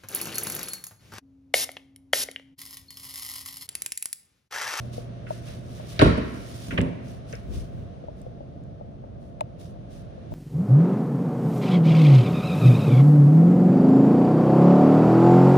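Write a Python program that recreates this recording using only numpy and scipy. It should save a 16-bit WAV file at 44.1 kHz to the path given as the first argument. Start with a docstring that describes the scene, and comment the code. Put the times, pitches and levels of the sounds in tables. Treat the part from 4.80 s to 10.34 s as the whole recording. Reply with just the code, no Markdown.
"""Pickup doors in a workshop

A pickup's front door swings shut: the latch snaps, the metal panel booms and the large hall rings.
Then the rear door is unlatched and swung open, and a hand-held camera leans into the cab.
Electric hum and ventilation lie underneath; a jacket rustles and fingers knock on the camera."""
import sys
import numpy as np
from scipy import signal
from scipy.fft import rfft, irfft
from scipy.io import wavfile
from scipy.ndimage import uniform_filter1d

SR = 44100
rng = np.random.default_rng(int(sys.argv[2]) if len(sys.argv) > 2 else 0)


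def generate_wav(signal):
    """Clip the signal to [-1, 1] and save it as 16-bit WAV at the path in sys.argv[1]."""
    frames = np.transpose(np.atleast_2d(signal))
    scaled = np.clip(frames, -1, 1) * 32767
    pcm = np.round(scaled).astype(np.int16)
    wavfile.write(sys.argv[1], SR, pcm)


N = 244314
LEFT_DELAY_S = 0.00054   # the doors are on the right, so their sound reaches the left side late


def from_db(db):
    """Turn decibels into a number to multiply by."""
    return 10 ** (np.asarray(db) / 20)


def unit_power(x):
    """Scale a sound to an average power of 1."""
    return x / np.sqrt(np.mean(x ** 2) + 1e-20)


def at_hz(points, hz):
    """Read between the rows of a table, giving each octave equal room."""
    known_hz, values = np.transpose(points)
    return np.interp(np.log(np.maximum(hz, 1)), np.log(known_hz), values)


def coloured(x, points, share=1, size=8192):
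    """Turn each pitch up or down by a table of decibels."""
    gain = from_db(share * at_hz(points, np.fft.rfftfreq(size, 1 / SR)))
    # make the filter ring only after a sound, never before it
    cepstrum = irfft(np.log(gain))
    cepstrum[1:size // 2] *= 2
    cepstrum[size // 2 + 1:] = 0
    response = irfft(np.exp(rfft(cepstrum)))
    return signal.oaconvolve(np.atleast_2d(x), response[None], axes=1)[:, :x.shape[-1]]


def white_pair(length, alike):
    """Left and right hiss; the share they have in common arrives later on the left."""
    at = np.arange(length)
    draws = rng.standard_normal((3, length))
    late = np.interp(at - round(LEFT_DELAY_S * SR), at, draws[2])
    return np.sqrt(alike) * np.array([late, draws[2]]) + np.sqrt(1 - alike) * draws[:2]


def noise(points, alike=0, run_in=8192):
    """Steady stereo noise, coloured by a table."""
    return unit_power(coloured(white_pair(N + run_in, alike), points)[:, run_in:])


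def dying(t, fade_s):
    """A fade that is 60 dB down after fade_s."""
    return np.exp(-np.log(1000) * t / fade_s)


def ring(t, hz, db, fade_s):
    """One fading tone of a struck object."""
    return from_db(db) * np.sin(2 * np.pi * hz * t) * dying(t, fade_s)


def add(track, start_s, sound):
    """Mix a sound into a track."""
    at = round(start_s * SR)
    track[:, at:at + sound.shape[-1]] += sound[:, :N - at]


def panned(x, left_db):
    """Tip a sound to the left, or to the right if left_db is negative."""
    return x * from_db([[left_db / 2], [-left_db / 2]])


def swells(rows, fall_s):
    """Loudness of soft strokes: each has its own rise, all fall away alike."""
    t = np.arange(N) / SR
    return sum(from_db(db) * np.exp(-((t - peak_s) / np.where(t < peak_s, rise_s, fall_s)) ** 2)
               for peak_s, rise_s, db in rows)


def clatter(hz, spread, rise_s, fade_s, alike, order):
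    """A burst of tiny impacts: noise from hz / spread up to hz * spread."""
    t = np.arange(SR // 3) / SR
    band = signal.butter(order, [hz / spread, hz * spread], "band", fs=SR, output="sos")
    envelope = np.minimum(t / rise_s, 1) * dying(np.maximum(t - rise_s, 0), fade_s)
    burst = signal.sosfilt(band, white_pair(len(t), alike) * envelope)
    return burst * np.linalg.norm(envelope) / np.linalg.norm(burst, axis=1, keepdims=True)


def mains_hum(hum_hz=119.9, near_db=-40, far_db=-52.5, fade_db_per_s=4):
    """A hum at twice the mains frequency sinks to a steady level as the camera moves on."""
    t = np.arange(N) / SR
    # tones of the hum: pitch_multiple, level_db
    tones = [(1, 0), (2, -20), (3, -22), (5, -21)]
    hum = sum(from_db(db) * np.sin(2 * np.pi * multiple * hum_hz * t) for multiple, db in tones)
    return from_db(np.maximum(near_db - fade_db_per_s * t, far_db)) * unit_power(hum)


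def ventilation(fan_hz=682.5, deepest_s=4.23, lean_s=1.18):
    """Rumble, moving air and a faint fan tone; the cab shields the camera as it leans in."""
    # colour of the rumble: pitch_hz, level_db
    rumble_colour = [(20, -5.5), (35, 1.5), (55, -0.5), (90, 1.5), (130, 3), (200, -1.5), (300, -8.5),
                     (420, -12.5), (560, -10.5), (690, -13), (780, -14.5), (950, -34.5), (1300, -36),
                     (3000, -52), (6500, -66), (14000, -87)]
    # colour of the moving air: pitch_hz, level_db
    air_colour = [(300, 7.5), (1000, -4), (1600, -1), (2400, -2.5), (3600, -1.5), (5000, -7), (6000, -6),
                  (7500, -18), (10000, -11.5), (12000, -25), (15000, -62)]
    t = np.arange(N) / SR
    inside = np.exp(-((t - deepest_s) / lean_s) ** 2)
    rumble = from_db(-39) * noise(rumble_colour)
    fan = from_db(-62) * unit_power(np.sin(2 * np.pi * fan_hz * t))
    air = from_db(-54.5) * noise(air_colour)
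    return from_db(-1.5 * inside) * (rumble + fan) + from_db(-9.5 * inside) * air


def jacket(grain_db=1.5):
    """Cloth slides over cloth in short, slightly grainy strokes."""
    # sleeve strokes: peak_s, rise_s, level_db
    strokes = [(.02, 0.046, -54.5), (.14, 0.015, -46), (.52, 0.037, -47.5), (.69, 0.047, -46.5),
               (.97, 0.11, -50), (1.11, 0.038, -44), (1.55, 0.18, -66), (1.87, 0.34, -43.5),
               (2.29, 0.048, -52.5), (2.51, 0.035, -50.5), (2.75, .035, -45), (3.38, 0.018, -63.5),
               (4.43, 0.027, -65.5), (4.81, 0.021, -52.5), (5.135, 0.033, -54)]
    # colour of rubbing cloth: pitch_hz, level_db
    cloth_colour = [(500, 1), (1500, -7), (3000, 4), (4500, 5), (6000, 6.5), (7500, -1), (10000, 5.5),
                    (12000, -2), (14000, 1.5), (16000, -23)]
    grain = unit_power(uniform_filter1d(rng.standard_normal(N), size=200))
    return swells(strokes, fall_s=0.09) * from_db(grain_db * grain) * noise(cloth_colour, alike=0.1)


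def finger_knocks(tap_hz=605, fingertip_hz=1800):
    """Soft fingertips set the camera shell ringing: firm knocks, and light taps as the grip shifts."""
    # firm knocks: start_s, level_db, pitch_hz
    firm = [(0.18, -32.5, 487), (0.506, -29, 630), (0.998, -40, 605), (2.535, -36, 474),
            (3.239, -39.5, 508), (3.284, -37, 607), (3.465, -39, 510), (3.606, -42, 567),
            (4.01, -40.5, 573), (4.239, -43, 582), (4.609, -29, 613), (5.379, -43, 520), (5.52, -39.5, 617)]
    # tones of the shell: pitch_multiple, level_db, fade_s
    shell_tones = [(1, 12.5, 0.048), (1.488, 4.5, 0.028)]
    light = [(rng.uniform(3.6, 5.1), -53 - 2.5 * rng.standard_normal(), tap_hz) for _ in range(4)]
    sides = np.array([[1], [-from_db(-11)]])   # on the right the wave is weaker and upside down
    out, t = np.zeros((2, N)), np.arange(SR // 8) / SR
    for start_s, db, hz in firm + light:
        shell = sum((-1) ** k * ring(t, multiple * hz, tone_db, fade_s)
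                    for k, (multiple, tone_db, fade_s) in enumerate(shell_tones))
        add(out, start_s, from_db(db) * shell * sides)
    return signal.lfilter(*signal.butter(1, fingertip_hz, fs=SR), out)


def clacks(rows, rise_s, spread):
    """Parts of a hinge, latch or trim hit each other."""
    out = np.zeros((2, N))
    for start_s, db, hz, fade_s in rows:
        add(out, start_s, from_db(db) * clatter(hz, spread, rise_s, fade_s, alike=0.14, order=3))
    return out


def hall(x, build_s=0.0058, lowest_hz=32):
    """Dense echoes swell and then die away, each octave at its own rate."""
    # how long the hall rings: pitch_hz, fade_s
    fades = [(60, 0.07), (150, 0.3), (300, 1.31), (600, 0.72), (1300, 0.94), (2700, 1.18), (5000, 0.53),
             (10000, 0.76)]
    # colour of the echoes: pitch_hz, level_db
    echo_colour = [(30, 13), (80, 14.5), (300, -2.5), (700, -1), (1500, -1.5), (3000, -4), (6000, 2),
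                   (14000, -7)]
    t = np.arange(3 * SR // 2) / SR
    octave = np.log2(np.maximum(np.fft.rfftfreq(len(t), 1 / SR), lowest_hz) / lowest_hz)
    white, tail = rfft(white_pair(len(t), alike=0.05)), 0
    for k in range(10):
        band = irfft(white * np.maximum(1 - abs(octave - k), 0), len(t))
        tail = tail + band * dying(t, at_hz(fades, lowest_hz * 2 ** k))
    swell = 1 - np.exp(-(t / build_s) ** 2)
    tail = tail * swell / np.linalg.norm(swell * dying(t, 1.0))
    return coloured(signal.fftconvolve(x, tail, axes=1)[:, :N], echo_colour)


def hinge_scrape():
    """The front hinge scrapes as the door swings."""
    # scrapes: peak_s, rise_s, level_db
    scrapes = [(.69, 0.031, -50), (1.02, 0.058, -54), (1.18, .06, -49.5)]
    # colour of the hinge: pitch_hz, level_db
    hinge_colour = [(700, -25), (1700, -6), (3800, -4), (7000, -32)]
    return swells(scrapes, fall_s=0.074) * noise(hinge_colour)


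def striker(start_s=1.1925):
    """The front latch hits the steel loop it hooks onto, which pings."""
    # tones of the loop: pitch_hz, level_db, fade_s
    tones = [(2380, -41, 0.068), (2600, -36, 0.2), (3870, -18.5, 0.029), (3870, -31, 0.017),
             (5800, -35, 0.049)]
    out, t = np.zeros((2, N)), np.arange(SR // 3) / SR
    heard_s = np.maximum(t - np.array([[LEFT_DELAY_S], [0]]), 0)
    add(out, start_s, sum(ring(heard_s, *tone) for tone in tones))
    return out


def door(blows, panel_tones, rattle_db, left_delay_s):
    """Each blow rings the door panel and shakes the trim; the soft seal dulls both."""
    # colour of rattling sheet metal and trim: pitch_hz, level_db
    rattle_colour = [(25, -23), (50, -23.5), (120, 13), (250, 7.5), (500, 5), (800, -0.5), (1300, -12.5),
                     (2500, -1), (5000, -12), (7500, -10), (10000, -0.5), (15000, -16)]
    out, t = np.zeros((2, N)), np.arange(SR) / SR
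    heard_s = np.maximum(t - np.array([[left_delay_s], [0]]), 0)
    boom = -sum(ring(heard_s, *tone) for tone in panel_tones)
    trim = from_db(rattle_db) * noise(rattle_colour, alike=0.35)
    for k, (start_s, db, brightness_hz, fade_s) in enumerate(blows):
        rattle = trim[:, k * SR // 2:][:, :SR] * dying(t, fade_s)
        seal = signal.butter(1, brightness_hz, fs=SR)
        add(out, start_s, from_db(db) * signal.lfilter(*seal, boom + rattle))
    return out


def front_door():
    """The front door meets its seal, slams and bounces back."""
    # blows on the door: start_s, level_db, brightness_hz, rattle_fade_s
    blows = [(1.1955, -22.5, 2000, 0.042), (1.2158, -16.5, 1970, 0.14), (1.2225, -10, 550, 0.067),
             (1.258, -15, 430, 0.3), (1.377, -25.5, 653, 0.11)]
    # tones of the panel: pitch_hz, level_db, fade_s
    tones = [(64, -9.5, 0.64), (89.3, -8, 0.46), (107, -5, 0.18), (166.3, -10.5, 0.26), (246.2, -16, 0.84),
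             (302.7, -7.5, 0.27), (381.4, -1, 0.13), (469, -14, 0.16), (552, -18, 0.37), (633, 2, 0.093),
             (666, -25, 0.28), (960, -67, 0.079), (1200, -84, 0.14), (1383, -4, 0.28), (1440, -16, 0.26),
             (1800, -50, 0.46), (2200, -23, 0.31), (2600, -15, 0.21), (2996, -35, 1), (3880, -4, 0.2)]
    return panned(door(blows, tones, rattle_db=7.0, left_delay_s=0.00037), left_db=-2.5)


def ticks():
    """Small hard parts tick close to the microphone."""
    # sharp ticks: start_s, level_db, pitch_hz, half_width_octaves, left_db
    hits = [(1.375, -42, 6000, .6, 0), (2.0141, -27, 6200, .7, 3), (2.526, -31, 5800, 0.14, 1),
            (2.553, -33.5, 5640, 0.11, 6), (3.416, -44, 9000, 0.54, -5), (3.837, -54, 7000, .8, 1),
            (4.6077, -31.5, 7950, 0.42, 8.5), (4.608, -27, 1690, 0.96, 12.5), (4.609, -18.5, 760, 0.21, 9)]
    out = np.zeros((2, N))
    for start_s, db, hz, octaves, left_db in hits:
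        tick = clatter(hz, spread=2 ** octaves, rise_s=0.00045, fade_s=0.0076, alike=0, order=2)
        add(out, start_s, from_db(db) * panned(tick, left_db))
    return out


def rear_door():
    """The rear door is released and bumps past its hinge stops."""
    # blows on the door: start_s, level_db, brightness_hz, rattle_fade_s
    blows = [(1.882, -29.5, 417, 0.053), (1.925, -26.5, 247, 0.55), (1.9855, -14, 402, 0.067),
             (2.017, -21, 302, 0.32), (2.055, -30, 250, 0.27), (2.825, -35, 68.6, 0.083),
             (2.995, -36, 59.3, 0.094)]
    # tones of the panel: pitch_hz, level_db, fade_s
    tones = [(111.6, -6.5, 0.55), (174.5, -4.5, 0.23), (256.4, -10.5, 0.27), (289, -20, 0.3),
             (385, -15, 0.3)]
    return panned(door(blows, tones, rattle_db=3.5, left_delay_s=0.00018), left_db=-2.0)


def air_puffs():
    """Air pushes past the microphone as the rear door and the camera move."""
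    # puffs: peak_s, rise_s, level_db
    puffs = [(2.74, 0.094, -31.5), (2.98, 0.12, -38), (5.52, 0.01, -29)]
    # colour of wind on the microphone: pitch_hz, level_db
    wind_colour = [(25, -46), (45, 1.5), (70, -3), (110, -10), (200, -14), (400, -21), (800, -52.5)]
    return swells(puffs, fall_s=0.078) * noise(wind_colour)


def scene():
    """Both doors in the hall, over the steady sounds and the small close noises."""
    # front hinge, latch and trim: start_s, level_db, pitch_hz, fade_s
    front_hits = [(0.466, -44.5, 2000, 0.14), (1.1913, -17, 3380, 0.029), (1.1949, -23.5, 1900, 0.13),
                  (1.2095, -19, 2500, 0.054), (1.2135, -39, 4850, 0.083), (1.2148, -17.5, 950, 0.011),
                  (1.246, -28.5, 3720, 0.027), (1.376, -22, 311, 0.096)]
    # rear hinge, latch and trim: start_s, level_db, pitch_hz, fade_s
    rear_hits = [(1.905, -32.5, 2050, 0.17), (1.9745, -24, 2150, 0.031), (1.9755, -19.5, 2185, 0.05),
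                 (2.003, -28.5, 2210, 0.047), (2.525, -41, 2020, 0.19)]
    front = front_door() + striker()
    rear = rear_door()
    front_clacks = clacks(front_hits, rise_s=0.0018, spread=1.46)
    rear_clacks = clacks(rear_hits, rise_s=0.0035, spread=1.434)
    echoes = hall(from_db(-9) * front + from_db(-4) * rear
                  + from_db(1) * front_clacks + from_db(-10.5) * rear_clacks)
    close = finger_knocks() + ticks() + hinge_scrape() + air_puffs() + jacket()
    return front + rear + front_clacks + rear_clacks + echoes + mains_hum() + ventilation() + close


def record(dry, cutoff_hz=15700):
    """The stereo sound is hollow and wide near 800 Hz, where left and right partly cancel."""
    # colour of what both sides share: pitch_hz, level_db
    mid_colour = [(22, -48), (45, 2), (690, 1), (750, -16.5), (900, 0), (1080, 5.5), (2000, -1),
                  (10800, -7.5), (12300, -26), (13500, -7)]
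    # colour of left minus right: pitch_hz, level_db
    side_colour = [(22, -22), (45, 5.5), (130, -8), (300, -4.5), (500, -1), (800, 6), (1200, 4.5),
                   (2000, -1), (10800, -9.5), (12300, -7), (13500, -14)]
    # how much louder the left side is: pitch_hz, left_db
    balance = [(50, 0), (140, -3), (300, -1.5), (550, 2), (800, 2), (1200, -1.5), (4000, 0)]
    mid = coloured((dry[0] + dry[1]) / 2, mid_colour)
    side = coloured((dry[0] - dry[1]) / 2, side_colour)
    left = coloured(mid + side, balance, share=0.5)
    right = coloured(mid - side, balance, share=-0.5)
    rounded_peaks = np.tanh(np.vstack([left, right]))
    treble_cut = signal.ellip(10, 0.1, 80, cutoff_hz, fs=SR, output="sos")
    return signal.sosfilt(treble_cut, rounded_peaks)


dry = scene()
out = record(dry)
generate_wav(out)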